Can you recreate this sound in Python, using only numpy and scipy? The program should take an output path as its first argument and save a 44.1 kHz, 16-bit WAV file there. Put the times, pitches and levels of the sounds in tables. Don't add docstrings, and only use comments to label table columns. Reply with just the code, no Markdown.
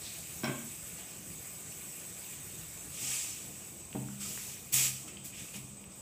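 import sys
import numpy as np
from scipy import signal
from scipy.fft import rfft, irfft, next_fast_len
from scipy.io import wavfile
from scipy.ndimage import uniform_filter1d, map_coordinates

SR = 44100
rng = np.random.default_rng(int(sys.argv[2]) if len(sys.argv) > 2 else 0)


def convert_level_to_amplitude(level_db):
    exponent = np.asarray(level_db, float) / 20
    return 10 ** exponent


def master_out(mix):
    frames = np.transpose(np.atleast_2d(mix))
    ceiling = np.clip(frames, -1, 1)
    pcm = np.round(ceiling * 32767).astype(np.int16)
    wavfile.write(sys.argv[1], SR, pcm)


N = 265036

# time in seconds, level in dB.
VIGOUR = [(0, 2), (.3, 1), (.7, 1.5), (1.1, 0), (2.0, 1), (2.6, 0.5), (2.9, 0), (3.45, -1), (3.7, -2),
          (3.85, -3.5), (4.0, -2.5), (4.2, -2), (4.66, -2), (5.2, -4.5), (5.7, -6), (5.9, -8), (6.01, -4.5)]
# frequency in Hz, density in dB per Hz.
HISS_COLOUR = [(300, -33), (500, -18), (1000, -19.5), (1250, -16), (1600, -18), (2500, -10), (3300, -14.5),
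               (4500, -18), (5500, -14.5), (7000, -7.5), (8000, -3), (9200, -12.5), (11000, -31),
               (16000, -18.5)]
# frequency in Hz, density in dB per Hz.
FROTH_COLOUR = [(6000, -52), (8500, -2), (9800, 4), (11500, 0.5), (13500, 7), (14800, 1.5), (16000, 2.5)]

# start in seconds, rise in seconds, hold in seconds,
# fall in dB per second, sizzle level in dB.
STROKES = [
    (2.887, 0.22, 0.055, 50.5, -36),
    (4.195, 0.019, .29, 92, -42),
    (4.721, 0.019, 0.12, 184, -29),
    (4.9, 0.023, .0, 85, -42),
    (5.07, .012, 0, 306, -48),
    (5.235, 0.013, 0.027, 180, -48),
    (5.31, .075, 0.036, 51, -48),
    (5.51, 0.049, .0, 200, -46),
    (5.9, .02, 0.017, 400, -59),
]
# start in seconds, level in dB.
DRAGS = [(5.075, -59), (5.325, -56), (5.37, -56.5), (5.535, -54), (3.11, -53.5), (4.78, -53)]
# start in seconds, rise in seconds, fall in dB per second, level in dB.
SPITS = [(4.22, 0.11, 32, -52), (4.7225, .006, 127, -32), (5.24, 0.011, 300, -46), (5.53, .035, 200, -56),
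         (5.95, .012, 150, -59), (3.44, 0.025, 60, -56), (3.64, 0.044, 77, -56), (3.9, .06, 60, -56),
         (5.4, .06, 60, -62), (5.805, .01, 297, -60)]
# frequency in Hz, density in dB per Hz.
SIZZLE_COLOUR = [(2240, -23.5), (3800, -10), (4600, -9.5), (5200, -6.5), (5570, -5.5), (6140, -4.5),
                 (7350, 0.5), (7760, 4), (8420, -2.5), (10500, -13), (13600, -34), (22000, -120)]
# frequency in Hz, density in dB per Hz.
SCRAPE_COLOUR = [(530, -14), (900, -14), (1090, -30), (1240, -4), (1420, -18), (1670, -11.5), (2310, 1),
                 (2720, 2), (3280, -0.5), (4500, -20), (5850, -44), (9900, -120)]

# start in seconds, length in seconds, level in dB,
# upper modes in dB.
SKIDS = [
    (4.204, 0.066, -60.5, -5),
    (5.075, 0.034, -59.5, 1.5),
    (5.166, 0.017, -72, 19.5),
]
# frequency in Hz, width in Hz, level in dB.
EDGE_MODES = [(1284, 120, 0), (2150, 120, -7), (2640, 92, 1), (3070, 80, 6)]

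# time in seconds, peak in dB, wooden tap in dB, rocking mode in dB,
# bowl mode in dB.
KNOCKS = [
    (3.019, -47, -9, 3, -5),
    (3.406, -56.5, -13, -2, 5),
    (3.948, -30, -6.5, -5, -2.5),
    (4.477, -62, 13, 8, -8),
    (4.735, -50.5, -5, 16, 6.5),
    (5.139, -55, -13, 0, 6.5),
    (5.549, -49, -11, 6, 7.5),
]
# frequency in Hz, level in dB, 60 dB decay time in seconds.
WOK_MODES = [(131, -2, 0.95), (201, -2, 1.0), (227, 4.5, 0.13), (290, 0.5, 0.17), (373.5, -3, 0.15),
             (445, -6, 0.15), (623, -9, 0.12), (781, -13, 0.25), (890, -12, 0.15)]

# time in seconds, peak in dB, pitch in Hz, length in cycles.
BUBBLES = [(2.080, -42, 11500, 2.5), (2.245, -37, 4500, 1.2), (2.975, -43, 2240, 3.5),
           (3.658, -42, 11100, 2.5), (3.929, -33.5, 2670, 1.6), (4.086, -45.5, 1350, 2.9),
           (4.376, -30, 1840, 0.82), (4.7427, -9, 8200, 3.5), (5.172, -35.5, 2900, 1.9),
           (5.443, -40, 10900, 2.5), (5.486, -44, 2500, 3.5), (5.543, -40, 1100, 0.69),
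           (5.689, -42, 10000, 2.5), (5.841, -40.5, 2630, 1.6), (5.846, -42, 12500, 2.5),
           (5.929, -44, 12000, 2.5)]

# frequency in Hz, density in dB per Hz.
BURNER_COLOUR = [(15, -55), (25, -27), (59, -5), (118, -3), (189, -3), (262, -11.5), (303, -8), (440, -13),
                 (659, -16.5), (1000, -23), (1200, -21.5), (1560, -30), (2640, -120)]
# frequency in Hz, width in Hz, level in dB.
JET_MODES = [(8040, 450, 0)]
# start in seconds, length in seconds, level in dB.
SHADES = [(4.15, 0.4, -12), (1.1, .1, -13)]

# time in seconds, body in dB, edge in dB, tick in dB.
THUDS = [
    (.434, -31, -36.5, -60),
    (0.4433, -39.5, -68, -36),
    (.478, -33.5, -48.5, -50),
    (.493, -31, -73, -70),
    (.503, -42.5, -72, -70),
    (.512, -37, -60, -70),
]
# frequency in Hz, width in Hz, level in dB.
OBJECT_MODES = [(137.2, 5.3, -6.5), (235.6, 7.4, -1.5), (366, 28, -13.5), (590, 82, -9), (790, 210, -14.5),
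                (1080, 80, -9.5), (1570, 58, -6.5), (1980, 120, -19), (2280, 106, -12), (2636, 67, -15.5),
                (3170, 280, -20), (4040, 200, -8), (4770, 240, -14), (5500, 130, 0)]
# start in seconds, rise in seconds, fall in dB per second, bright part in dB,
# dull part in dB.
RUSTLE = [
    (0.0, 0.057, 55, -48, -59),
    (.95, 0.032, 142, -60, -51),
]
# frequency in Hz, density in dB per Hz.
BRIGHT_COLOUR = [(1470, -41), (2500, -7), (3370, -4), (3700, 1.5), (4460, 0.5), (6500, -5), (8450, -35),
                 (14300, -120)]
# frequency in Hz, density in dB per Hz.
DULL_COLOUR = [(240, -55), (400, -36), (660, 0), (992, -13.5), (1060, -24), (1200, -19), (2600, -9),
               (3380, -12), (5720, -120)]

# frequency in Hz, 60 dB decay time in seconds.
ROOM_DECAY = [(200, 0.58), (1500, 0.43), (3000, 0.63), (6000, 0.088)]
# time in seconds, low edge in Hz, high edge in Hz,
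# level in dB.
BLIPS = [(.27, 12300, 13900, -57), (.27, 4200, 5260, -66), (.595, 6800, 8400, -51),
         (.69, 10300, 11800, -60), (.895, 10300, 11700, -65), (1.71, 5600, 7640, -56),
         (2.8, 5160, 7000, -58), (3.285, 10300, 11800, -60), (3.285, 6200, 7700, -51),
         (3.33, 5160, 7000, -52), (4.26, 8200, 9800, -56), (4.49, 7500, 9060, -50), (4.49, 4600, 5800, -58)]


def unit(x):
    return x / np.sqrt(np.mean(x ** 2) + 1e-20)


def along(points, hz):
    f, value = np.transpose(points)
    return np.interp(np.log(hz + 1), np.log(f + 1), value)


def vigour():
    s, db = np.transpose(VIGOUR)
    return np.interp(np.arange(N) / SR, s, db)


def wobble(rate, count=N):
    knots = rng.standard_normal(int(count * rate / SR) + 4)
    return map_coordinates(knots, [np.arange(count) * rate / SR])


def swell(s, rise, hold, fall_db, db, sag_db=0):
    t = np.arange(N) / SR - s
    hold = max(hold, 0)
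    loss_db = sag_db * np.clip(t - rise, 0, hold) + fall_db * np.maximum(t - rise - hold, 0)
    return np.clip(t / max(rise, 1 / SR), 0, 1) * convert_level_to_amplitude(db - loss_db)


def filtered(x, response):
    m = next_fast_len(N + SR)
    return irfft(rfft(x, m) * response(np.fft.rfftfreq(m, 1 / SR)), m)[:N]


def resonant(x, modes):
    def response(f):
        total = 0
        for k, (centre, width, db) in enumerate(modes):
            loss = 1j * f * width
            total = total + (-1) ** k * convert_level_to_amplitude(db) * loss / (centre * centre - f * f + loss)
        return total
    return filtered(x, response)


def bursts(colour, spread_db, patchy_db):
    sizes = np.minimum(rng.exponential(size=N // 8 + 1), 5)
    ticks = rng.standard_normal(N) * convert_level_to_amplitude(spread_db * np.repeat(sizes, 8)[:N])
    z = signal.stft(ticks, nperseg=512)[2]
    patches = uniform_filter1d(rng.standard_normal(z.shape), size=8, axis=0)
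    patches = unit(uniform_filter1d(patches, size=10, axis=1))
    ticks = signal.istft(z * convert_level_to_amplitude(patchy_db * patches), nperseg=512)[1][:N]
    return unit(filtered(ticks, lambda hz: convert_level_to_amplitude(along(colour, hz))))


def simmer():
    vigour_db = vigour()
    forming = np.clip(1 - np.arange(N) / SR / 0.23, 0, 1)
    hiss_db = -55 + vigour_db
    froth_db = -53 + 2.1 * vigour_db - 3 * forming
    boil = wobble(15)
    hiss_gain = convert_level_to_amplitude(hiss_db + 6 + 0.41 * boil + 0.073 * wobble(5.2))
    froth_gain = convert_level_to_amplitude(froth_db + 1.0 + 0.5 * boil + 0.74 * wobble(11))
    hiss = hiss_gain * bursts(HISS_COLOUR, spread_db=1.0, patchy_db=1.54)
    froth = froth_gain * bursts(FROTH_COLOUR, spread_db=2.5, patchy_db=1.7)
    return hiss + froth


def strokes():
    scrape_db, spit_db = -10.5, -7.5
    push = np.max([swell(*row, sag_db=12.5) for row in STROKES], axis=0)
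    bite = sum(swell(s, 0.011, 0, 168, db) for s, db in DRAGS)
    drops = sum(swell(s, rise, 0, fall_db, db) for s, rise, fall_db, db in SPITS)
    sizzle = push * bursts(SIZZLE_COLOUR, spread_db=0.5, patchy_db=0.84)
    scrape = (convert_level_to_amplitude(scrape_db) * push + bite) * bursts(SCRAPE_COLOUR, spread_db=2.0, patchy_db=0.5)
    spit = (convert_level_to_amplitude(spit_db) * push + drops) * bursts(FROTH_COLOUR, spread_db=1.0, patchy_db=-0.5)
    return convert_level_to_amplitude(0.14 * wobble(40)) * (sizzle + scrape + spit)


def shell(x, depth_db, spacing_hz):
    knots = np.clip(rng.standard_normal(SR // 40), -1.6, 1.6)
    return filtered(x, lambda hz: convert_level_to_amplitude(depth_db * map_coordinates(knots, [hz / spacing_hz])))


def skids():
    t, out = np.arange(N) / SR, np.zeros(N)
    low = unit(resonant(rng.standard_normal(N), EDGE_MODES[:1]))
    high = unit(resonant(rng.standard_normal(N), EDGE_MODES[1:]))
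    for s, length, db, upper_db in SKIDS:
        gate = np.clip((t - s) / 0.003, 0, 1) * np.clip((s + length - t) / 0.011, 0, 1)
        out += convert_level_to_amplitude(db) * gate * (low + convert_level_to_amplitude(upper_db) * high)
    return out


def knocks():
    out, t = np.zeros(N + 2 * SR), np.arange(SR) / SR
    for s, db, tap_db, rock_db, bowl_db in KNOCKS:
        extra_db = [rock_db, bowl_db] + [0] * len(WOK_MODES)
        ring = np.zeros(SR)
        for (hz, level_db, t60), more_db in zip(WOK_MODES, extra_db):
            slosh = convert_level_to_amplitude(2.1 * wobble(hz / 6, count=SR))
            ring += slosh * convert_level_to_amplitude(level_db + more_db - 60 * t / t60) * np.sin(2 * np.pi * hz * t)
        wood = unit(signal.lfilter([1], [1, -1.86, 0.875], rng.standard_normal(len(t))))
        tap = wood * convert_level_to_amplitude(tap_db - 60 * t / 0.08)
        onset = 1 - np.exp(-t / 0.0028)
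        out[round(s * SR):][:len(t)] += convert_level_to_amplitude(db - 4) * onset * (ring + tap)
    return out[:N]


def pops():
    out, t = np.zeros(N + SR), np.arange(SR // 20) / SR
    for s, db, hz, cycles in BUBBLES:
        age = hz * t / cycles
        shape = age * np.exp(1 - 2.5 * age) * 2.5
        rising = 1 + 0.039 * np.minimum(age, 1)
        out[round(s * SR):][:len(t)] += convert_level_to_amplitude(db) * shape * np.sin(2 * np.pi * hz * t * rising)
    return out[:N]


def flame():
    t = np.arange(N) / SR
    shade_db = sum(db * np.exp(-((t - s - length) / length) ** 2 * 2) for s, length, db in SHADES)
    hiss_band = unit(resonant(resonant(rng.standard_normal(N), JET_MODES), JET_MODES))
    jet = convert_level_to_amplitude(-52.5 + 0.37 * vigour() + shade_db) * hiss_band
    rumble = convert_level_to_amplitude(-54 + 0.63 * wobble(7.3)) * bursts(BURNER_COLOUR, spread_db=0.5, patchy_db=1.5)
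    return rumble + jet


def set_down():
    rest_s = 0.519
    body, edge, tick = np.zeros((3, N))
    for s, body_db, edge_db, tick_db in THUDS:
        at = round(s * SR)
        body[at] = convert_level_to_amplitude(body_db + 61.5)
        edge[at] = convert_level_to_amplitude(edge_db + 52.5)
        tick[at] = convert_level_to_amplitude(tick_db + 41.5)
    soft = signal.lfilter(np.hanning(60) / 30, 1, body)
    held = convert_level_to_amplitude(-600 * np.maximum(np.arange(N) / SR - rest_s, 0))
    body = held * resonant(soft, OBJECT_MODES[:3])
    return body, resonant(edge, OBJECT_MODES[3:11]), resonant(tick, OBJECT_MODES[11:])


def handling():
    bright = sum(swell(s, rise, 0, fall_db, db) for s, rise, fall_db, db, _ in RUSTLE)
    dull = sum(swell(s, rise, 0, fall_db, db) for s, rise, fall_db, _, db in RUSTLE)
    bright_noise = bursts(BRIGHT_COLOUR, spread_db=3.0, patchy_db=0.5)
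    dull_noise = bursts(DULL_COLOUR, spread_db=0.5, patchy_db=3.0)
    return bright * bright_noise + dull * dull_noise


def kitchen(x):
    hz, t, z = signal.stft(rng.standard_normal(SR), SR, nperseg=256)
    decay = convert_level_to_amplitude(-60 * t / along(ROOM_DECAY, hz)[:, None])
    tail = signal.istft(z * decay, SR, nperseg=256)[1]
    late = np.pad(x, (200, 0))
    return signal.fftconvolve(late, tail / np.linalg.norm(tail))[:N]


def blips():
    length_s = 0.046
    out, count = np.zeros(N), round(length_s * SR)
    hz = np.fft.rfftfreq(count, 1 / SR)
    for s, low_hz, high_hz, db in BLIPS:
        inside = (hz > low_hz) * (hz < high_hz)
        band = irfft(rfft(rng.standard_normal(count)) * inside, count)
        out[round((s - length_s / 2) * SR):][:count] += convert_level_to_amplitude(db) * np.hanning(count) * unit(band)
    return out * [[1], [-1]]


def scene():
    body, edge, tick = set_down()
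    near = pops() + knocks() + skids()
    wet = kitchen(convert_level_to_amplitude(-9.5) * body + convert_level_to_amplitude(2.0) * edge + convert_level_to_amplitude(-4) * tick + convert_level_to_amplitude(-7.0) * near)
    wok = shell(simmer() + strokes(), depth_db=2.0, spacing_hz=47.6) + near
    far = body + convert_level_to_amplitude(-6.5) * edge + tick + handling()
    mono = wok + flame() + far + wet
    return np.array([mono, mono])


def low_pass(x):
    return signal.sosfilt(signal.butter(12, 16650, fs=SR, output="sos"), x)


def record(dry):
    ceiling = 0.22
    cut = signal.sosfilt(signal.butter(2, 45, "highpass", fs=SR, output="sos"), dry)
    cut = cut / (1 + np.abs(cut / ceiling) ** 4) ** 0.25
    cut = cut + blips()
    mix = np.array([filtered(channel, lambda hz: hz < 15500) for channel in cut])
    return low_pass(mix)


dry = scene()
out = record(dry)
master_out(out)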